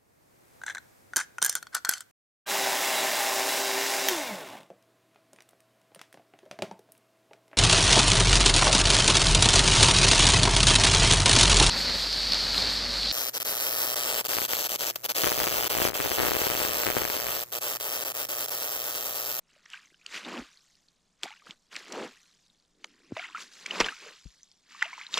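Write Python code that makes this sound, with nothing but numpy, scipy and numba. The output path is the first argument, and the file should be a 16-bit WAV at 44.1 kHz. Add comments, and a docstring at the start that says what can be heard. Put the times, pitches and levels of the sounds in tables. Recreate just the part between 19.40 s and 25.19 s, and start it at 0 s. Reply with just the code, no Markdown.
"""Wading through meltwater on ice.

Bare feet wade slowly through a few centimetres of water on a frozen lake, in still open air.
Each foot churns up big bubbles, throws spray and leaves fizzing foam. The lifted foot drips,
and the drops slap and ring as bubbles of rising pitch. Two close microphone ports hear it.
Now and then comes a dull low thump, from a footfall or a puff or bump at the microphone."""
import sys
import numpy as np
from scipy import signal
from scipy.fft import rfft, irfft, next_fast_len
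from scipy.io import wavfile
from numba import njit

SR = 44100
rng = np.random.default_rng(int(sys.argv[2]) if len(sys.argv) > 2 else 0)


def inscribe(sig):
    """Save sig as 16-bit PCM at rate SR to the path in sys.argv[1].

    A 1-D sig is mono; a 2-D sig holds one channel per row.
    Samples are clipped to [-1, 1] before scaling.
    """
    pcm = np.round(np.clip(np.atleast_2d(sig).T, -1, 1) * 32767)
    wavfile.write(sys.argv[1], SR, pcm.astype(np.int16))


N = 255339

# Bubble cloud spectra: freq_hz, gain_db
CHURN_SPECTRUM = [(70, -45.5), (130, -14), (200, -4.5), (320, -5), (480, -3), (700, -6.5), (1000, -7),
                  (1600, -10)]
SPLASH_SPECTRUM = [(450, -29), (750, -17), (1100, -3), (1900, 0.5), (2800, -0.5), (3600, -6.5),
                   (5000, -9.5), (8000, -50.5)]
FOAM_SPECTRUM = [(2000, -35), (3300, -6), (4300, -4), (5800, -5), (7400, -7), (8600, -14), (11000, -16.5),
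                 (15000, -21)]


def wash(churning, splashing, gurgling, fizzing):
    """Big pockets churn under the sole, spray crackles, the footprint gurgles shut, foam fizzes."""
    churn = cloud(churning, CHURN_SPECTRUM, low_hz=123.5, high_hz=1300, cycles=4.9, glide=.27,
                  scatter_db=2, crowding=.22, spread_samples=.15, count=6000)
    splash = cloud(splashing, SPLASH_SPECTRUM, low_hz=600, high_hz=5000, cycles=15, glide=.25,
                   scatter_db=3, crowding=.38, spread_samples=.15, count=16000)
    gurgle = cloud(gurgling, SPLASH_SPECTRUM, low_hz=650, high_hz=3600, cycles=32, glide=.55,
                   scatter_db=3, crowding=.18, spread_samples=.26, count=3600)
    foam = cloud(fizzing, FOAM_SPECTRUM, low_hz=2800, high_hz=15000, cycles=36, glide=.041,
                 scatter_db=5, crowding=.32, spread_samples=.47, count=56000)
    return undb(-4) * churn + undb(-.5) * splash + gurgle + undb(4.5) * foam


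def cloud(stir, spectrum, low_hz, high_hz, cycles, glide, scatter_db, crowding, spread_samples, count):
    """A swarm of bubbles of all sizes: harder stirring makes them more numerous and louder."""
    when, pitch, luck, length, sign = rng.random((count, 5)).T
    loud, place = rng.standard_normal((count, 2)).T
    start_s = when * N / SR
    strength = stir[(when * N).astype(int)]
    chance = np.minimum(strength / undb(-45.5), 1) ** crowding
    born = luck < chance
    hz = low_hz * (high_hz / low_hz) ** pitch
    t60_s = cycles * 2 ** (2 * length - 1) / hz
    gain = np.sign(sign - .5) * undb(scatter_db * np.minimum(loud, 2)) * strength
    gain *= np.sqrt(hz / t60_s / chance)  # small bubbles die sooner: louder for equal power per Hz
    lag = port_lag(start_s) + spread_samples * place
    swarm = ring(start_s[born], hz[born], gain[born], t60_s[born], glide * 2 * length[born], lag[born])
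    swarm = colour(swarm, spectrum)
    return swarm * np.sqrt(np.mean(stir) / np.mean(swarm ** 2 / stir))


# Weight shifts, water laps the ankle: full_s, hold_s, lap_db, swirl_db
ANKLE_LEANS = [(0.096, 0.37, -67, -82.5), (3.426, 0.66, -67, -67.5), (5.315, 0.33, -52, -77)]
# Foot lifts, water refills the hollow: full_s, hold_s, level_db
FOOT_LIFTS = [(0.331, 0.0036, -46.5), (1.857, 0.03, -48), (3.773, 0.068, -43), (3.955, 0.022, -47),
              (5.414, 0.028, -41.5), (5.589, 0.011, -46)]
# Swinging foot throws water: full_s, rise_s, hold_s, fall_s, splash_db, churn_db, foam_db
FOOT_SWINGS = [(0.75, .085, 0.024, .075, -38.5, -48, -49), (1.836, .01, 0.0021, .03, -42, -38, -46),
               (2.065, .035, 0.053, .035, -54, -57, -63), (2.325, .02, 0.053, .25, -47, -53.5, -56.5),
               (3.446, .01, .005, .04, -63.5, -59, -67), (4.007, .05, 0.0044, .07, -47.5, -53, -48),
               (4.125, .04, 0.11, .1, -57.5, -65, -58), (4.406, .012, 0.0057, .015, -22, -23.5, -35.5),
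               (5.737, .04, 0.023, .07, -40.5, -47, -43.5), (5.774, 0.017, 0.011, .07, -31, -42.5, -42.5)]
# Foot sinks to the ice: full_s, rise_s, hold_s, churn_db, splash_db, foam_db, swirl_db, swirl_hz
FOOT_PLUNGES = [(0.867, .05, 0.12, -38.5, -43.5, -58, -42, 281),
                (2.548, 0.081, 0.099, -35.5, -45, -58, -40, 372),
                (4.348, 0.11, 0.12, -36, -38.5, -50.5, -56, 520),
                (4.621, 0.0506, 0.074, -58, -49, -60, -55.5, 464)]
LEAN_FALL_S, PLUNGE_FALL_S = .1, .049


def stirring(peel_rise_s=.072, lift_fall_s=.11, spray_rise_s=.14, calm_db=-91.5):
    """Feet lean, lift, swing and plunge, stirring the water: gains of churn, splash, gurgle, foam."""
    churn, splash, gurgle, foam = [], [], [], []
    for full_s, hold_s, lap_db, _ in ANKLE_LEANS:
        lap = undb(lap_db) * swell(full_s, .06, hold_s, LEAN_FALL_S)
        splash.append(lap)
        foam.append(lap * undb(-8))
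    for full_s, hold_s, level_db in FOOT_LIFTS:
        # the sole peels out of the water, which then trickles off it
        peel = undb(level_db) * swell(full_s, peel_rise_s, hold_s, lift_fall_s)
        trickle = undb(-68.5) * swell(full_s, peel_rise_s, hold_s, fall_s=.67)
        gurgle.append(undb(level_db) * swell(full_s, .017, hold_s, lift_fall_s))
        splash.append(peel * undb(-5))
        foam += [peel * undb(-15.5), trickle]
    for full_s, rise_s, hold_s, fall_s, splash_db, churn_db, foam_db in FOOT_SWINGS:
        throw = swell(full_s, rise_s, hold_s, fall_s)
        splash.append(throw * undb(splash_db))
        churn.append(throw * undb(churn_db))
        foam.append(throw * undb(foam_db))
    for full_s, rise_s, hold_s, churn_db, splash_db, foam_db, _, _ in FOOT_PLUNGES:
        spray = swell(full_s, spray_rise_s, hold_s, fall_s=.12)
        ripples = undb(-61) * swell(full_s, spray_rise_s, hold_s, fall_s=.46)
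        fizz = undb(foam_db - 7) * swell(full_s, spray_rise_s, hold_s, fall_s=.84)
        churn.append(undb(churn_db) * swell(full_s, rise_s, hold_s, PLUNGE_FALL_S))
        splash += [spray * undb(splash_db), ripples]
        foam += [spray * undb(foam_db), fizz]
    return [np.sqrt(sum(gain ** 2 for gain in layer) + undb(calm_db) ** 2)
            for layer in (churn, splash, gurgle, foam)]


def swirl(lean_hz=293, lean_rise_s=.2, growth_db=6):
    """Water swirls softly round a leaning ankle and gathers more strongly round a sinking foot."""
    leaning = sum(undb(swirl_db) * swell(full_s, lean_rise_s, hold_s, LEAN_FALL_S)
                  for full_s, hold_s, _, swirl_db in ANKLE_LEANS)
    out = eddy(lean_hz, leaning)
    for full_s, rise_s, hold_s, _, _, _, swirl_db, swirl_hz in FOOT_PLUNGES:
        depth = np.clip((np.arange(N) / SR - full_s) / hold_s, 0, 1)
        gain = undb(swirl_db + growth_db * (depth - .5))
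        out += eddy(swirl_hz, gain * swell(full_s, rise_s, hold_s, PLUNGE_FALL_S))
    return out


def eddy(centre_hz, envelope, width_oct=.28, cycles=13, glide=.11, count=3200):
    """Large slow air pockets roll round the ankle, all of about one size."""
    start_s = rng.random(count) * N / SR
    pitch, gain = rng.standard_normal((count, 2)).T
    hz = centre_hz * 2 ** (width_oct * pitch)
    pockets = ring(start_s, hz, gain, cycles / hz, np.full(count, glide), port_lag(start_s))
    return pockets / rms(pockets) * envelope


# Single trapped bubbles: start_s, pitch_hz, level_db, t60_s
TRAPPED_BUBBLES = [(.164, 554, -52.5, 0.037), (.256, 5470, -44, 0.014), (.2592, 1760, -29.5, 0.0046),
                   (0.334, 2720, -30, 0.023), (0.341, 1494, -35, 0.044), (.374, 2370, -37, 0.016),
                   (.409, 2670, -59, .015), (.457, 5980, -47, 0.018), (.544, 2820, -46.5, 0.014),
                   (.614, 2380, -49.5, .026), (0.6624, 2830, -27.5, 0.0092), (0.743, 1970, -25.5, .011),
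                   (0.849, 3520, -30, 0.018), (1.173, 4170, -43, 0.016), (1.354, 4400, -44, .004),
                   (1.485, 4100, -45.5, .009), (1.857, 720, -30, 0.039), (1.906, 810, -44, 0.066),
                   (1.916, 2110, -37.5, 0.026), (2.069, 1310, -31.5, 0.0088), (2.1086, 3150, -21, 0.0045),
                   (2.3553, 2200, -23.5, 0.0091), (2.366, 2000, -21, 0.0052), (2.912, 3680, -54, .009),
                   (3.10, 3560, -50, .013), (3.768, 594, -29.5, 0.05), (3.7697, 2080, -19, 0.0053),
                   (3.793, 676, -34.5, 0.045), (3.794, 2120, -21.5, .014), (3.8432, 1954, -29.5, .033),
                   (3.888, 1260, -29.5, 0.0057), (3.9476, 1277, -26, 0.0653), (3.973, 2170, -29, 0.011),
                   (3.98, 1130, -32.5, 0.032), (4.26, 2175, -22.5, 0.017), (4.309, 2800, -16.5, 0.015),
                   (4.402, 5410, -12, 0.011), (4.4055, 554, -19, 0.0093), (4.4082, 985, -8.5, 0.01),
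                   (4.4435, 2940, -20, 0.025), (4.4852, 2620, -26.5, .04), (4.4854, 1520, -19.5, 0.027),
                   (4.521, 1222, -36.5, 0.061), (5.032, 5910, -35, 0.0093), (5.116, 4500, -34, 0.0022),
                   (5.348, 1100, -39, .042), (5.422, 1360, -12.5, 0.0079), (5.425, 1790, -7.5, 0.01),
                   (5.431, 833, -36, 0.062), (5.443, 2700, -31, 0.014), (5.455, 630, -40, 0.061),
                   (5.456, 2700, -31, 0.022), (5.529, 956, -34, 0.028), (5.531, 2110, -32, 0.037),
                   (5.579, 946, -29.5, .018), (5.613, 2130, -26.5, .014), (5.667, 3800, -28, 0.011),
                   (5.7414, 3550, -8, 0.0045), (5.775, 3140, -17.5, 0.014), (5.779, 453, -24, 0.021),
                   (5.7857, 2660, -19.5, 0.012)]


def bubbles(twin_db=-6, detune_oct=.13, splinter_db=-10, spread_oct=.55, cycles=7, splinters=10):
    """Falling drops trap bubbles that plink; each sheds a beating twin and splinters that roughen it."""
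    start_s, hz, level_db, t60_s = np.array(TRAPPED_BUBBLES).T.copy()
    glide = .5 * (t60_s / .025) ** .25  # longer rings rise further
    lag = port_lag(start_s)
    out = ring(start_s, hz, undb(level_db), t60_s, glide, lag)
    wait, detune = rng.random((len(hz), 2)).T
    twin_s = start_s + .12 * t60_s * (.5 + wait)
    twin_hz = hz * 2 ** (detune_oct * (.5 + detune))
    out += ring(twin_s, twin_hz, undb(level_db + twin_db), t60_s / 2, np.zeros_like(hz), lag)
    for _ in range(splinters):
        late, pitch = rng.random((len(hz), 2)).T
        splinter_s = start_s + .61 * np.minimum(t60_s, .04) * (late - .1)
        splinter_hz = np.minimum(np.maximum(hz, 1000) * 2 ** (spread_oct * (3 * pitch - 1)), 7500)
        gain = undb(level_db + splinter_db - 2 * late)
        out += ring(splinter_s, splinter_hz, gain, cycles / splinter_hz, .3 * late, lag)
    return out


# Water hitting water or skin: start_s, level_db, length_s, centre_hz
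WATER_SLAPS = [(0.302, -37, 0.0012, 7000), (0.664, -30, 0.0023, 5200), (1.8334, -15.5, 0.0014, 4200),
               (1.8376, -33, 0.0022, 4100), (2.364, -23, 0.0013, 5840), (2.482, -37, 0.00079, 5000),
               (2.523, -30.5, 0.0056, 5800), (3.4424, -34, 0.0051, 2200), (3.444, -27.5, 0.0023, 3400),
               (3.7668, -23.5, 0.0012, 1300), (4.262, -26, 0.0039, 4830), (4.4022, -24, 0.0056, 5100),
               (4.4029, -10.5, 0.0029, 975), (4.409, -19.5, .005, 785), (4.41, -20, 0.0042, 2200),
               (4.418, -30.5, 0.002, 1200), (4.4604, -23, 0.0022, 3015), (4.463, -23.5, 0.0065, 1930),
               (5.7737, -18.5, .003, 1680), (5.4253, -23, 0.0019, 4100), (5.7792, -11.5, 0.00057, 5650)]


def slaps(cycles=2.55, width_oct=.67, fade_db=9, count=20):
    """A sheet of water collapses in a quick volley of barely ringing pockets."""
    out = np.zeros((2, N))
    for start_s, level_db, length_s, centre_hz in WATER_SLAPS:
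        progress = (np.arange(count) + rng.random(count)) / count
        pocket_s = start_s + length_s * progress
        hz = np.minimum(centre_hz * 2 ** (width_oct * rng.standard_normal(count)), 7400)
        gain = rng.choice([-1., 1.], count) * undb(-fade_db * progress)
        volley = ring(pocket_s, hz, gain, cycles / hz, np.zeros(count), port_lag(pocket_s))
        volley_rms = np.sqrt((np.sum(volley ** 2) + 1e-18) / (2 * length_s * SR))
        out += undb(level_db) * volley / (2 * volley_rms)  # crest factor about 2
    return out


def drips(level_db=-43, fade_db_per_s=65, span_s=.27, centre_hz=2000, width_oct=.63, count=9):
    """Small drops fall off each lifted foot and plink ever more faintly."""
    out = np.zeros((2, N))
    for lift_s, _, _ in FOOT_LIFTS:
        delay_s = span_s * (np.arange(count) + rng.random(count)) / count
        pitch, loud = np.clip(rng.standard_normal((count, 2)), -2, 2).T
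        start_s = lift_s + delay_s
        hz = centre_hz * 2 ** (width_oct * pitch)
        gain = undb(level_db - fade_db_per_s * delay_s + 3 * loud)
        out += ring(start_s, hz, gain, t60_s=42 / hz, glide=np.full(count, .5), lag=port_lag(start_s))
    return out


def foam_pips(fizzing, centre_hz=4700, width_oct=.36, level_db=-49, scatter_db=6, count=200):
    """Lone foam bubbles burst with a tick or a brief ring, fainter as the water settles."""
    when, length = rng.random((count, 2)).T
    pitch, loud, place = rng.standard_normal((count, 3)).T
    start_s = when * N / SR
    hz = centre_hz * 2 ** (width_oct * np.clip(pitch, -2, 2))
    activity = fizzing[(when * N).astype(int)] / fizzing.max()
    gain = undb(level_db + scatter_db * np.minimum(loud, 2)) * activity ** .3
    lag = port_lag(start_s) + .5 * place
    return ring(start_s, hz, gain, t60_s=.002 * 5 ** length, glide=.1 * length, lag=lag)


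# Dull low thumps: start_s, pitch_hz, level_db, t60_s, left_minus_right_db
LOW_THUMPS = [(0.521, 337, -48, 0.017, 2), (0.994, 238, -23, 0.03, 0), (0.999, 45, -39.5, .1, 0),
              (2.094, 185, -34.5, 0.025, -1.5), (3.7104, 330, -31.5, 0.013, 3),
              (3.7211, 250, -13.5, 0.016, 1), (3.724, 106, -29, 0.052, 0), (4.402, 183, -37.5, 0.11, 3),
              (4.407, 25.54, -27, 0.13, 2), (4.855, 49, -29, 0.075, 12), (4.859, 156, -30, 0.03, 4)]


def thumps():
    """Dull low thumps, from footfalls or a puff or bump at the microphone."""
    start_s, hz, level_db, t60_s, pan_db = np.array(LOW_THUMPS).T.copy()
    zero = np.zeros_like(hz)
    gains = [undb(level_db + side * pan_db / 2) for side in (1, -1)]
    return np.array([ring(start_s, hz, gain, t60_s, glide=zero, lag=zero)[0] for gain in gains])


# Still air spectrum: freq_hz, gain_db
AIR_SPECTRUM = [(25, 0.5), (60, -7), (110, -10), (170, -0.5), (300, -10), (700, -12.5), (2000, -18),
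                (6000, -25.5), (9000, -22), (15000, -50)]


def air(level_db=-74, side_db=-8):
    """Faint hush of the open lake, nearly alike at both ports."""
    mid, side = colour(rng.standard_normal((2, N)), AIR_SPECTRUM)
    hush = mid + undb(side_db) * side * np.array([[1], [-1]])
    return hush * undb(level_db) / rms(hush)


@njit
def ring(start_s, hz, gain, t60_s, glide, lag):
    """Air pockets ring down; near the surface their pitch rises, about glide octaves per t60."""
    out = np.zeros((2, N))
    for k in range(len(start_s)):
        for side in range(2):
            onset = start_s[k] * SR + lag[k] * (.5 - side)
            last_flow = 0.
            for i in range(max(int(onset) + 1, 0), min(int(onset + t60_s[k] * SR), N)):
                t = (i - onset) / SR
                age = t / t60_s[k]
                cycles = hz[k] * t * (1 + .35 * glide[k] * age)
                flow = np.exp(-6.9 * age) * (1 - np.exp(-1.6 * cycles)) * np.sin(2 * np.pi * cycles)
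                # pressure follows the change of flow
                out[side, i] += gain[k] * (flow - last_flow) * SR / (2 * np.pi * hz[k])
                last_flow = flow
    return out


# Direction of the splashes: time_s, left_lag_samples
SPLASH_BEARING = [(0, 0.1), (1, 0), (2.6, 0.23), (3.8, 0.93), (4.4, 1), (5.4, 1.71), (5.79, 1.6)]


def port_lag(at_s):
    """Samples by which a splash reaches the left port after the right."""
    time_s, lag_samples = np.transpose(SPLASH_BEARING)
    return np.interp(at_s, time_s, lag_samples)


def swell(full_s, rise_s, hold_s, fall_s):
    """Gain of one movement: up to 1 at full_s, held, then down. Rise and fall times are per 20 dB."""
    t = np.arange(N) / SR - full_s
    return undb(-20 * (np.maximum(-t, 0) / rise_s + np.maximum(t - hold_s, 0) / fall_s))


def colour(x, points):
    """Filter by a curve of (freq_hz, gain_db) points."""
    hz, db = np.transpose(points)
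    size = next_fast_len(N + 4096)
    bin_hz = np.maximum(np.arange(size // 2 + 1) * SR / size, 1)
    gain = undb(np.interp(np.log(bin_hz), np.log(hz), db))
    return irfft(rfft(x, size) * gain, size)[..., :N]


def undb(db):
    """Decibels to gain."""
    return 10 ** (np.asarray(db) / 20)


def rms(x):
    """Root mean square."""
    return np.sqrt(np.mean(x ** 2))


def scene(low_cut_hz=150):
    """Close and dry: open ice sends no echo, and such thin water radiates no deep bass."""
    churning, splashing, gurgling, fizzing = stirring()
    impacts = foam_pips(fizzing) + drips() + bubbles() + slaps()
    # water yields as it is struck, so single impacts have little top
    impacts = colour(impacts, [(7600, .5), (9000, -6.5), (15000, -12)])
    water = wash(churning, splashing, gurgling, fizzing) + swirl() + impacts
    low_cut = signal.butter(3, low_cut_hz, "high", fs=SR, output="sos")
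    return signal.sosfilt(low_cut, water) + thumps() + air()


# Housing response to the difference between ports: freq_hz, gain_db
SIDE_RESPONSE = [(1000, 0), (4000, -3.5), (7000, -2.5), (9000, -7.5), (12000, -3)]
# Port responses, left then right: freq_hz, gain_db
PORT_RESPONSES = [
    [(7500, -0.5), (9500, -3), (12500, -7.5), (15000, -13)],
    [(7500, -0.5), (9500, -2), (12500, -3.5), (15000, -2.5)],
]


def record(dry, top_hz=15400):
    """The housing shapes the stereo difference, each port dulls the treble, a low-pass cuts the top."""
    mid = (dry[0] + dry[1]) / 2
    side = colour((dry[0] - dry[1]) / 2, SIDE_RESPONSE)
    dulled = np.array([colour(x, port) for x, port in zip([mid + side, mid - side], PORT_RESPONSES)])
    return signal.sosfilt(signal.ellip(8, .2, 70, top_hz, fs=SR, output="sos"), dulled)


dry = scene()
out = record(dry)
inscribe(out)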